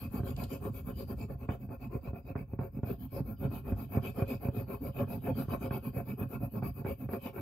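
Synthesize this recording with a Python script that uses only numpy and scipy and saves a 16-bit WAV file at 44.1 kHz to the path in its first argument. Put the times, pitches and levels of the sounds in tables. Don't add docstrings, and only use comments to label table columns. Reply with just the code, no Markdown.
import sys
import numpy as np
from scipy import signal
from scipy.fft import rfft, irfft, next_fast_len
from scipy.io import wavfile
from scipy.ndimage import uniform_filter1d

SR = 44100
rng = np.random.default_rng(int(sys.argv[2]) if len(sys.argv) > 2 else 0)


def to_wav(s):
    ch = np.atleast_2d(s).T
    pcm = np.round(np.clip(ch, -1, 1) * 32767)
    wavfile.write(sys.argv[1], SR, pcm.astype(np.int16))


N = 326777

# (start [s], place of hardest pressure [0-1], force [dB], edge bite [dB], rasp [dB])
STROKES = [(-0.04, 0.54, -49.5, 6.5, -70), (0.094, 0.53, -41.5, -1, -68), (0.223, 0.5, -44.0, -1, -63.5),
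           (0.349, 0.52, -41.5, 2.5, -70), (0.472, 0.52, -45, 1.5, -61.5), (0.593, 0.5, -43, -4, -69),
           (0.713, 0.46, -51, 2, -66), (0.834, 0.57, -44.0, -6, -71), (0.939, 0.59, -48.5, 1.5, -66),
           (1.058, 0.57, -46, -2, -75), (1.155, 0.55, -49, 2, -74), (1.271, 0.46, -48, -8.5, -86),
           (1.368, 0.59, -52, 1.5, -79), (1.477, 0.35, -43.5, -2.5, -66), (1.578, 0.46, -55.5, 0, -84),
           (1.686, 0.36, -47.5, -5, -92), (1.782, 0.54, -49.5, 1.5, -75), (1.89, 0.47, -46, 0, -96),
           (2.003, 0.57, -47.5, 1, -77), (2.125, 0.34, -49, -2, -86), (2.226, 0.61, -51.5, 4, -81),
           (2.346, 0.27, -46.5, 2.5, -83), (2.452, 0.62, -60.5, 4, -99), (2.581, 0.29, -45.5, -2.5, -95),
           (2.702, 0.59, -56.5, 4, -95), (2.822, 0.51, -46, -1, -65), (2.969, 0.5, -56, -1, -72),
           (3.09, 0.61, -43, 0.5, -71), (3.227, 0.48, -53, -3.5, -87), (3.367, 0.68, -41, -6, -67),
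           (3.487, 0.43, -45.5, -0.5, -65.5), (3.622, 0.57, -44, -1.5, -69), (3.746, 0.43, -46.5, 0.5, -75),
           (3.877, 0.65, -37, -3.5, -69), (4.009, 0.41, -41.5, 3, -59), (4.129, 0.63, -37.5, 1, -67),
           (4.254, 0.47, -43.5, 7.5, -59.5), (4.383, 0.57, -42.5, -0.5, -73), (4.511, 0.51, -44, -2, -69),
           (4.654, 0.5, -44.5, 2, -72), (4.79, 0.56, -46.0, -0.5, -71), (4.923, 0.6, -39, -3, -62.5),
           (5.059, 0.48, -43, -2, -69), (5.196, 0.63, -39.5, -2.5, -65.5), (5.335, 0.52, -41, 1, -60.5),
           (5.469, 0.52, -37.5, -2, -66), (5.584, 0.57, -42, 0, -61.5), (5.697, 0.45, -40, 1, -61.5),
           (5.804, 0.55, -46.5, 0.5, -67), (5.918, 0.54, -43, 3, -80), (6.037, 0.57, -46, 0.5, -71),
           (6.156, 0.57, -41.5, -6, -73), (6.266, 0.63, -44.5, 0.5, -75), (6.385, 0.51, -45.5, -2.5, -87),
           (6.492, 0.67, -45.0, -3, -75), (6.612, 0.34, -42, 0, -70), (6.719, 0.68, -48, -1, -79),
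           (6.837, 0.37, -41.5, 3, -66.5), (6.957, 0.6, -50.5, 0.5, -76), (7.077, 0.49, -42.5, 3, -73),
           (7.196, 0.58, -44.5, 9, -59.5), (7.315, 0.47, -46.5, 2.5, -79)]
# (time [s], table boom [dB], film rustle [dB], hiss [dB])
DRIFT = [(0.0, -37.5, -67.0, -52.5), (0.5, -40.5, -65.5, -55.5), (1.15, -40, -61.5, -54.5),
         (1.3, -43, -66.5, -63.5), (2.4, -41.5, -75.5, -69.5), (2.75, -38.5, -73, -69.5),
         (2.9, -39, -63.5, -54), (4.0, -39.5, -70, -56.5), (5.7, -39.5, -67, -54), (6.3, -39.5, -70.5, -55),
         (7.41, -40.5, -71, -55)]
# (dB of force, dB of bite, stroke direction, unit of late pressure)
BOOM_LAW, RUSTLE_LAW = (0.495, -0.36, 0.5, 9.5), (1.06, 0.61, 2.5, -9)
HISS_LAW = (0.59, 0.05, 1, -13.5)
LAST_TURN_S, USUAL_FORCE_DB, TOOL_UNDER_SCRAPE_DB = 7.44, -45, 13.5
SPEED_SKEW = 1.037

def hand_motion():
    start, place, force_db, bite_db, rasp_db = np.transpose(STROKES)
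    turns, t = np.append(start, LAST_TURN_S), np.arange(N) / SR
    stroke = np.clip(np.searchsorted(turns, t) - 1, 0, len(start) - 1)
    progress = np.clip((t - turns[stroke]) / np.diff(turns)[stroke], 0, 1)
    speed = np.sin(np.pi * progress ** SPEED_SKEW)
    pressure_skew = np.log(.5) / np.log(place[stroke])
    pressure = np.sin(np.pi * progress ** pressure_skew)
    direction = (-1) ** np.arange(len(start))
    causes = np.array([force_db - USUAL_FORCE_DB, bite_db, direction, place - .5])
    times, *drift_db = np.transpose(DRIFT)
    middle = (turns[1:] + start) / 2
    laws = np.array([BOOM_LAW, RUSTLE_LAW, HISS_LAW])
    boom_db, rustle_db, hiss_db = (np.interp(middle, times, db) + law @ causes
                                   for db, law in zip(drift_db, laws))
    tool_db = force_db + bite_db - TOOL_UNDER_SCRAPE_DB
    levels_db = boom_db, force_db, tool_db, rasp_db, rustle_db, hiss_db
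    return speed, pressure, [uniform_filter1d(gain_of(db)[stroke], 700) for db in levels_db]


def rubbing():
    speed, pressure, (boom, scrape, tool, rasp, rustle, hiss) = hand_motion()
    effort = speed * pressure
    return (table_sway(pressure) + table_top(pressure, boom, scrape) + bone_folder(effort, tool)
            + film_rustle(effort, rasp, rustle) + sheet_hiss(speed, hiss))


# (pitch [Hz], width [Hz], left port [dB], right port [dB])
BOOM_MODES = [(101.1, 22.8, -1.5, -0.5), (129.5, 28.8, -0.5, 3.5), (199.6, 74, -9, -5.5),
              (254.3, 68.5, -4.5, -4)]
BOARD_MODES = [(394.4, 53.7, 3.5, -0.5), (548, 30.2, 1, 4), (695.4, 45.6, -4, -0.5),
               (885.4, 54, -11.5, -5.5), (1068, 90, -5.5, -13.5), (1402, 49, -10.5, -12),
               (1517, 52, -16.5, -22.5), (1812, 62, -24, -21)]

def table_top(pressure, boom, scrape):
    bumps = grain(400, 2.2, 1.46) * boom
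    held = .22 + .7 * pressure
    out = ring(BOOM_MODES[:2], bumps * held, steep=2.15)
    out += ring(BOOM_MODES[2:], bumps * (0.032 + 0.8 * pressure ** 1.1), steep=1.63)
    friction = grain(2500, 2.63, 3.22) * scrape * (0.026 + pressure ** 1.5)
    return out + blunt(ring(BOARD_MODES, friction, steep=1), 1710)


# (pitch [Hz], width [Hz], left port [dB], right port [dB])
TOOL_MODES = [(2326, 345, -2, -0.98), (2551, 206, 4, 0.75)]

def bone_folder(effort, gain):
    friction = grain(5000, 4.5, 4.6) * gain * (0.061 + effort ** 1.22)
    return ring(TOOL_MODES, friction, steep=2.67)


# (pitch [Hz], width [Hz], left port [dB], right port [dB])
FILM_MODES = [(3005, 710, 2.5, 3.5), (3670, 890, -15, -12.5), (3920, 1120, -4, -8), (4727, 700, 6, 0.5),
              (6130, 880, -14.5, -8.5), (7135, 530, -6.5, -1.5), (8560, 750, -1.5, -9)]
# (time [s], relative level [dB])
UPPER_RUSTLE = [(0, -5), (2.3, -7.5), (2.9, -10), (7.41, -9.5)]
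FILM_WANDER_DB, TURN_SHARE = 5, .24

def film_rustle(effort, rasp, rustle):
    catches = grain(2500, 2.5, FILM_WANDER_DB, wander_bins=8) * rasp * (TURN_SHARE + effort ** 1.8)
    creases = grain(5000, 2.0, FILM_WANDER_DB, wander_bins=8) * rustle * (TURN_SHARE + effort ** 1.06)
    upper_db = np.interp(np.arange(N) / SR, *np.transpose(UPPER_RUSTLE))
    out = ring(FILM_MODES[:2], catches, steep=3.06)
    out += gain_of(-3.5) * ring(FILM_MODES[2:4], creases, steep=2.33)
    return out + gain_of(upper_db) * ring(FILM_MODES[4:], creases, steep=2.12)


# (pitch [Hz], width [Hz], left port [dB], right port [dB])
SHEET_MODES = [(10030, 790, -18, -29.5), (11560, 790, -2, -13), (12930, 1220, -4, -16.5),
               (14160, 1400, -4, -17.5), (15800, 400, -11, -23)]
FULL_HISS_DB, TOP_FADE_SHARE = -56, 0.5

def sheet_hiss(speed, gain):
    glide = grain(12000, 1.1, 3.6, wander_bins=10) * (0.021 + np.tanh(1.73 * speed ** 2.6))
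    top_gain = gain_of(FULL_HISS_DB) * (gain / gain_of(FULL_HISS_DB)) ** TOP_FADE_SHARE
    lower = gain_of(-2) * ring(SHEET_MODES[:3], glide * gain, steep=1.77)
    top = gain_of(-4.5) * ring(SHEET_MODES[3:], glide * top_gain, steep=2.13)
    return lower - top


# (pitch [Hz], width [Hz], left port [dB], right port [dB])
SWAY_MODES = [(64, 56, -4.5, -6.5)]
# (time [s], level [dB])
ROCKING = [(0, -41.5), (2.9, -49), (5.5, -47.5), (6.3, -57), (7.41, -57)]
LURCHES = [(3.2, -36), (3.46, -44), (3.73, -38), (6.42, -46), (6.67, -44), (6.88, -40.5), (7.08, -44)]
LURCH_HALF_S = 0.05

def table_sway(pressure):
    t = np.arange(N) / SR
    rocking = gain_of(np.interp(t, *np.transpose(ROCKING)))
    lurches = sum(gain_of(db) * np.exp(-((t - at) / LURCH_HALF_S) ** 2) for at, db in LURCHES)
    return ring(SWAY_MODES, grain(300, 2.5) * (rocking + lurches) * (.8 + .2 * pressure), steep=2)


# (time [s], relative push [dB], relative tick [dB])
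KNOCKS = [(0.2, -25.5, -57), (0.231, -27, -49), (0.889, -28.5, -64), (1.4872, -21, -34), (1.687, -35, -57),
          (1.949, -25.5, -66), (2.13, -28.5, -76), (2.301, -30, -59), (2.353, -24.5, -36),
          (2.532, -26, -54.5), (2.588, -24.5, -42), (2.787, -29, -66), (2.83, -22.5, -46.5),
          (3.202, -24, -63), (3.449, -24, -47), (3.72, -21.5, -43), (3.969, -17, -41), (4.187, -52, -36),
          (4.219, -19, -41), (4.45, -25.5, -46), (4.483, -20, -48), (5.481, -28, -57), (5.537, -24.5, -47),
          (5.707, -22.5, -35.5), (5.966, -24, -45.5), (6.21, -27, -66), (6.623, -26.5, -40),
          (6.847, -26.5, -33), (7.088, -30.5, -41.5), (7.133, -30, -39), (7.375, -37, -38.5)]

def knocks():
    times, push_db, tick_db = np.transpose(KNOCKS)
    push, tick = np.zeros(N), np.zeros(N)
    push[np.round((times + .003) * SR).astype(int)] = gain_of(push_db)
    tick[np.round((times + .0008) * SR).astype(int)] = gain_of(tick_db)
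    decay = np.exp(-np.arange(4000) / SR / 0.014)
    chatter = signal.oaconvolve(tick, decay)[:N] * grain(500, 0.85)
    strike = gain_of(-9) * tick + gain_of(-21) * chatter
    weight = -blunt(blunt([push, push], 220), 1700, order=4)
    out = gain_of(25.5) * weight + gain_of(22.5) * ring(BOOM_MODES, weight, steep=1, flip=0.87)
    out += gain_of(20) * ring(BOARD_MODES, weight, steep=1, flip=1)
    out += gain_of(2.5) * ring(TOOL_MODES, strike, steep=2.3)
    return out + gain_of(21) * ring(BOARD_MODES, blunt(strike, 1770, order=5), steep=1, flip=1)


# (time [s], length [s], pitch [Hz], level [dB])
GROANS = [(.655, 0.04, 422, -36.5), (.645, 0.054, 530, -41), (3.146, 0.054, 547, -38),
          (3.415, 0.056, 546, -39), (4.988, 0.045, 551.5, -30.5), (5.27, 0.052, 521, -32),
          (4.3, .045, 240, -33), (4.8, .045, 270, -34)]
GROAN_SAG_HZ_PER_S = 500

def groans():
    out = np.zeros(N)
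    for start, length, hz, db in GROANS:
        count = round(length * SR)
        waver = unit_rms(uniform_filter1d(rng.standard_normal(count), 150))
        sag_hz = GROAN_SAG_HZ_PER_S * np.linspace(-length, length, count) / 2
        pitch_hz = hz * (1 + 0.02 * waver) - sag_hz
        tone = np.sin(2 * np.pi * np.cumsum(pitch_hz) / SR)
        out[round(start * SR):][:count] += gain_of(db) * tone * np.hanning(count)
    return out


# (time [s], relative level [dB], decay time [s])
SNAPS = [(.364, -40, 0.0042), (.372, -55, 0.082), (.436, -41, 0.008)]

def snaps():
    t, bursts = np.arange(9000) / SR, np.zeros((2, N))
    for start, db, decay_s in SNAPS:
        bursts[:, round(start * SR):][:, :len(t)] += gain_of(db) * np.exp(-t / decay_s)
    return gain_of(-9) * ring(FILM_MODES, bursts * grain(4000, 2.7), steep=1.3)


def room_tail(sound):
    t = np.arange(SR // 3) / SR
    taps = rng.choice([-1., 1.], (2, len(t))) * (rng.random((2, len(t))) < 2000 / SR) * (t > .004)
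    dull = signal.lfilter([.1], [1, -.9], taps)
    tail = dull * gain_of(-1 - 60 * t / 0.08) + (taps - dull) * gain_of(-60 * t / 0.25)
    return signal.fftconvolve(sound, tail / np.linalg.norm(tail[0]), axes=1)[:, :N]


# (frequency [Hz], relative level [dB])
ROOM_TONE = [(30, -21), (100, 11), (400, -20), (1500, -55), (15000, -46)]
ROOM_TONE_DB = -64.5

def room_tone():
    shape = gain_of(curve_at(ROOM_TONE, np.fft.rfftfreq(N, 1 / SR)))
    return gain_of(ROOM_TONE_DB) * unit_rms(irfft(rfft(grain(SR, 0)) * shape, N))


# (frequency [Hz], likeness [0-1])
PORT_LIKENESS = [(60, 0.97), (250, 1), (500, 0.91), (1000, 0.49), (2500, 0.45), (6000, 0.039)]
# (frequency [Hz], phase [rad])
PORT_LEAD = [(300, 0.03), (600, 0.9), (860, -0.6), (2580, 1)]

def grain(slips_per_s, spread_db, wander_db=0, wander_bins=4):
    slips = rng.standard_normal((2, N)) * (rng.random((2, N)) < slips_per_s / SR)
    sizes = gain_of(spread_db * np.minimum(rng.exponential(1, (2, N)), 4))
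    left, other = rfft(unit_rms(slips * sizes))
    hz = np.fft.rfftfreq(N, 1 / SR)
    likeness, lag = curve_at(PORT_LIKENESS, hz), np.exp(-1j * curve_at(PORT_LEAD, hz))
    right = likeness * lag * left + np.sqrt(1 - likeness ** 2) * other
    spectra = signal.stft(irfft([left, right], N), nperseg=1024, noverlap=768)[2]
    favour = uniform_filter1d(rng.standard_normal(spectra.shape[1:]), wander_bins, axis=0)
    favour = unit_rms(uniform_filter1d(favour, 12, axis=1))
    force = signal.istft(spectra * gain_of(wander_db * favour), nperseg=1024, noverlap=768)[1]
    return unit_rms(force[:, :N])


def ring(modes, force, steep, flip=-1):
    size = next_fast_len(N + SR // 2)
    hz, response = np.fft.rfftfreq(size, 1 / SR), 0
    for k, (mode_hz, width, left_db, right_db) in enumerate(modes):
        peak = 1j * hz * width / (mode_hz ** 2 - hz ** 2 + 1j * hz * width)
        response = response + flip ** k * gain_of([[left_db], [right_db]]) * peak ** steep
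    response /= np.sqrt(np.mean(abs(response.mean(0)) ** 2))
    return irfft(rfft(force, size) * response, size)[:, :N]


def blunt(force, contact_hz, order=2):
    return signal.sosfilt(signal.butter(order, contact_hz, fs=SR, output="sos"), force)


def gain_of(db):
    return 10 ** (np.asarray(db) / 20)


def unit_rms(x):
    return x / np.sqrt(np.mean(x ** 2) + 1e-20)


def curve_at(points, hz):
    point_hz, value = np.transpose(points)
    return np.interp(np.log(hz + 1), np.log(point_hz + 1), value)


def scene():
    table = rubbing() + knocks() + groans() + snaps()
    return table + gain_of(-12.5) * room_tail(table) + room_tone()


LOW_CUT_HZ, HIGH_CUT_HZ = 45, 15740

def record(dry):
    dry = signal.sosfilt(signal.butter(3, LOW_CUT_HZ, "high", fs=SR, output="sos"), dry)
    band_limit = signal.firwin(1023, HIGH_CUT_HZ, window=("kaiser", 9), fs=SR)
    return signal.oaconvolve(dry, band_limit[None], "same")


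dry = scene()
out = record(dry)
to_wav(out)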